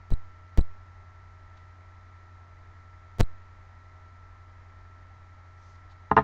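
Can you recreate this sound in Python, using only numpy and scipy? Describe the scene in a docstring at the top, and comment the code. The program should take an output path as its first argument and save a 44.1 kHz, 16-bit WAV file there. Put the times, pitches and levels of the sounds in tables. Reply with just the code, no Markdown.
"""A laptop hums in a quiet room: its disk drones, its fan whines and hisses.
Three times the microphone line pops, a few ticks and a dull thump as the signal cuts out and sags.
Hands and sleeves brush faintly as someone signs silently. At the end something hard knocks twice
on the desk next to the microphone and sets it ringing, the second time with a rattle."""
import sys
import numpy as np
from scipy import signal
from scipy.fft import rfft, irfft
from scipy.io import wavfile

SR = 44100
rng = np.random.default_rng(int(sys.argv[2]) if len(sys.argv) > 2 else 0)


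def inscribe(sig):
    """Save sig as 16-bit PCM at rate SR to the path in sys.argv[1].

    A 1-D sig is mono; a 2-D sig holds one channel per row.
    Samples are clipped to [-1, 1] before scaling.
    """
    pcm = np.round(np.clip(np.atleast_2d(sig).T, -1, 1) * 32767)
    wavfile.write(sys.argv[1], SR, pcm.astype(np.int16))


N = 274943
TIME = np.arange(N) / SR
SAG_DB, EARLY_SAG = -13.5, 0.74   # how far the line sinks in a pop; share not tied to the thump


def from_db(db):
    """Turn decibels into a factor to multiply by."""
    return 10 ** (np.asarray(db) / 20)


def low_pass(x, hz, order):
    """Soften everything above `hz`; a higher order cuts more steeply."""
    return signal.sosfilt(signal.butter(order, hz, fs=SR, output="sos"), x + 1e-18)


def noise(spectrum):
    """Noise of average strength (rms) 1, its colour drawn through (f/Hz, level/dB) points."""
    hz, db = np.transpose(spectrum)
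    bins_hz = np.maximum(np.arange(N // 2 + 1) * SR / N, 1)
    gains = from_db(np.interp(np.log(bins_hz), np.log(hz), db))
    coloured = irfft(rfft(rng.standard_normal(N)) * gains, N)
    return coloured / np.sqrt(np.mean(coloured ** 2))


def drift(rate):
    """A slow wander that heads for a new random value `rate` times a second."""
    targets = rng.standard_normal(int(N / SR * rate) + 2)
    return np.interp(TIME * rate, np.arange(len(targets)), targets)


def ms_since(s):
    """Milliseconds since a moment, zero before it."""
    return np.maximum(TIME - s, 0) * 1000


def laptop(disk_hz=89.7, disk_db=-51.5, fan_hz=78.6, speed_wander=0.000643, flutter_db=1.0, air_db=-55.5):
    """The disk hums steadily; the fan's tones waver together over its rush of air."""
    # fan tones, 17 blades giving the whine: multiple of the turning rate, rms level/dB
    fan_tones = [(1, -64.5), (3, -84.5), (4, -78.5), (5, -78.5), (8, -75), (12, -78), (16, -70),
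                 (17, -61.5), (51, -91.5)]
    # rush of the fan and rumble of the room: f/Hz, relative level/dB
    air_spectrum = [(20, 13.5), (53, 17), (66, 6), (125, 5), (165, -2), (500, -8), (850, -0.5),
                    (1330, -3.5), (1530, -5.5), (1930, -0.5), (2700, -17.5), (4200, -20.5), (6800, -25),
                    (16000, -56)]
    disk = from_db(disk_db) * np.sin(2 * np.pi * disk_hz * TIME)
    fan_angle = 2 * np.pi * np.cumsum(fan_hz * (1 + speed_wander * drift(6))) / SR
    fan = np.zeros(N)
    for multiple, db in fan_tones:
        loudness = from_db(db + flutter_db * drift(8.7))
        fan += loudness * np.sin(multiple * fan_angle + rng.uniform(0, 2 * np.pi))
    return np.sqrt(2) * (disk + fan) + from_db(air_db) * noise(air_spectrum)


def electronics(hiss_db=-99.0):
    """The electronics add a faint, even hiss and a thin whine."""
    # tones of the whine: f/Hz, rms level/dB
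    whine_tones = [(3900, -93.5), (7800, -106), (11700, -114)]
    whine = sum(np.sqrt(2) * from_db(db) * np.sin(2 * np.pi * hz * TIME) for hz, db in whine_tones)
    return whine + from_db(hiss_db) * rng.standard_normal(N)


def line_pops(tick_ms=0.6, mute_after_ms=4.4, mute_ms=4.6, recover_ms=0.42, top_hz=7600, leak_s=0.046):
    """The microphone line ticks, drops out, then sags with a thump and returns."""
    # pops of the line: t/s, number of tries, click level/dB, length/ms,
    # thump delay/ms, thump level/dB, thump hold/ms, thump release/ms
    pops = [(0.105, 1, -38, 30.8, 17.3, -19, 2.2, 2.8), (0.5751, 1, -24.5, 33.5, 9.2, -10.5, 8.06, .45),
            (3.1852, 3, -35.5, 44.8, 18.46, -14.5, 10.2, 1.2)]
    offset = np.zeros(N)
    for s, tries, click_db, length_ms, delay_ms, thump_db, hold_ms, release_ms in pops:
        age = ms_since(s)
        try_age = since_try(age, tries)
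        # each try opens with a tiny dropout, the tick; a longer one follows
        tick = (age > 0) & (try_age < tick_ms)
        dropped = tick | ((try_age > mute_after_ms) & (try_age < mute_after_ms + mute_ms))
        since_drop = age - np.maximum.accumulate(age * dropped)
        live = 1 - np.exp(-since_drop / recover_ms)   # cuts out at once, comes back softly
        sink = ramp(since_try(age - mute_after_ms - mute_ms, tries))
        sag = from_db(SAG_DB) * (EARLY_SAG * sink - ramp(age - length_ms))
        swing = thump(age - delay_ms, thump_db, hold_ms, release_ms)
        level = from_db(click_db) * dropped - live * (sag + swing)
        jumps = np.diff(level, prepend=0)
        offset += jumps * tick + low_pass(jumps * ~tick, top_hz, order=12)   # only ticks stay bright
    # the input capacitor lets every jump leak away
    return signal.lfilter([1], [1, -np.exp(-1 / (leak_s * SR))], offset + 1e-18)


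def since_try(ms, tries, retry_ms=10):
    """Milliseconds since the stuttering line's latest try; the tries are evenly spaced."""
    return ms - retry_ms * np.clip(ms // retry_ms, 0, round(tries) - 1)


def ramp(ms, rise_ms=4.0, step_ms=0.25):
    """A rise from 0 to 1 in tiny steps, which chirp."""
    return np.clip((ms - ms % step_ms) / rise_ms, 0, 1)


def thump(ms, db, hold_ms, release_ms, attack_ms=0.46, bump_db=-23, bump_after_ms=10.5, bump_ms=2.2):
    """A dull swing of the line, then a softer bump; it leaves the rest of the sag behind."""
    attack = 1 - np.exp(-np.maximum(ms, 0) / attack_ms)
    release = np.exp(-np.maximum(ms - hold_ms, 0) / release_ms)
    bump = np.exp(-.5 * ((ms - hold_ms - bump_after_ms) / bump_ms) ** 2)
    late_sag = from_db(SAG_DB) * (1 - EARLY_SAG)
    return attack * (from_db(db) * release + from_db(bump_db) * bump + late_sag)


def brushes():
    """Skin and cloth rub, making soft swells of hiss."""
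    # brushing movements: middle t/s, level/dB, swell width/s, strongest f/Hz
    strokes = [(1.575, -65, .004, 4000), (1.595, -75, .03, 4000), (5.680, -70.5, 0.062, 6000),
               (5.758, -67, .005, 3800), (5.915, -67.5, .014, 4300)]
    rubbing = np.zeros(N)
    for s, db, width_s, hz in strokes:
        hiss = noise([(hz / 10, -18), (hz / 2, -4.5), (hz, 0), (hz * 2, -18)])
        swell = np.exp(-.5 * ((TIME - s) / width_s) ** 2)
        rubbing += from_db(db) * swell * hiss
    return rubbing


def desk_knocks(crunch_db=-18, crunch_ms=11.0, room_db=-28, room_ms=16.0, spread_db=1.0, top_hz=6000):
    """Each hit sets the desk ringing, crunches briefly and dies away in the room."""
    # hits on the desk: t/s, relative level/dB, hardness as treble limit f/Hz
    hits = [(6.1123, -9.5, 1460), (6.1655, -7.5, 3000), (6.1745, -8.5, 2810), (6.1833, -11, 2000),
            (6.1878, -19.5, 2470), (6.2022, -26, 2200), (6.2127, -34, 1450)]
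    # natural tones of the desk and laptop case: f/Hz, relative level/dB, time to fade by 60 dB/s
    desk_tones = [(58.3, -29, 0.28), (85, -21, 0.2), (132.2, -20.5, 0.21), (198.6, -15, 0.15),
                  (278, -16.5, 0.11), (427.5, -10.5, 0.072), (665.5, -14, 0.086), (818, -5.5, 0.047),
                  (895, -2, 0.039), (1039, -3.5, 0.054), (1246, -10, 0.071), (1420, -10.5, 0.044),
                  (1663, -12.5, 0.044), (1787, -11, 0.03), (1884, -15, 0.048), (2047, -22.5, .053),
                  (2354, -24.5, .038), (2760, -20, 0.034), (3480, -32.5, 0.023), (3860, -30, 0.036),
                  (5370, -34.5, 0.051)]
    # crunch of a hit and its spill into the room: f/Hz, relative level/dB
    crunch_spectrum = [(60, 0), (400, 2.5), (1000, 2), (1900, -4.5), (2400, -14), (4000, -23.5),
                       (4700, -36), (6300, -32), (7000, -53.5)]
    blows = []
    crunch, room = np.zeros(N), np.zeros(N)
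    for s, db, hard_hz in hits:
        click = np.zeros(N)
        click[round(s * SR)] = from_db(db)
        blows.append(low_pass(click, hard_hz, order=2))   # a softer hit lasts longer and is duller
        age = ms_since(s)
        fade = np.exp(-age / crunch_ms)
        crunch += (age > 0) * from_db(db + crunch_db) * fade * hard_hz / 3000
        room += from_db(db + room_db) * (1 - fade) * np.exp(-age / room_ms)
    strengths = from_db(rng.normal(0, spread_db, (len(hits), len(desk_tones))))
    ringing = np.zeros(N)
    for k, (hz, db, fade_s) in enumerate(desk_tones):
        push = (-1) ** k * strengths[:, k] @ np.array(blows)   # neighbouring tones swing opposite ways
        ringing += from_db(db) * ring(push, hz, fade_s)
    crunching = np.hypot(crunch, room) * noise(crunch_spectrum)
    return low_pass(ringing + crunching, top_hz, order=10)   # the desk passes little that is higher


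def ring(clicks, hz, fade_s):
    """Each click starts a pure tone that fades by 60 dB in `fade_s` seconds."""
    decay = np.exp(-np.log(1000) / (fade_s * SR))
    angle = 2 * np.pi * hz / SR
    return signal.lfilter([0, np.sin(angle)], [1, -2 * decay * np.cos(angle), decay ** 2], clicks + 1e-18)


def scene(mic_top_hz=7270):
    """The microphone hears the room without its high treble; pops, hiss and whine arise after it."""
    heard = low_pass(laptop() + desk_knocks() + brushes(), mic_top_hz, order=12)
    return (heard + line_pops() + electronics())[None]


def record(dry, cutoff_hz=16400):
    """Cut off the very highest treble."""
    return signal.sosfilt(signal.ellip(10, .1, 90, cutoff_hz, fs=SR, output="sos"), dry)


dry = scene()
out = record(dry)
inscribe(out)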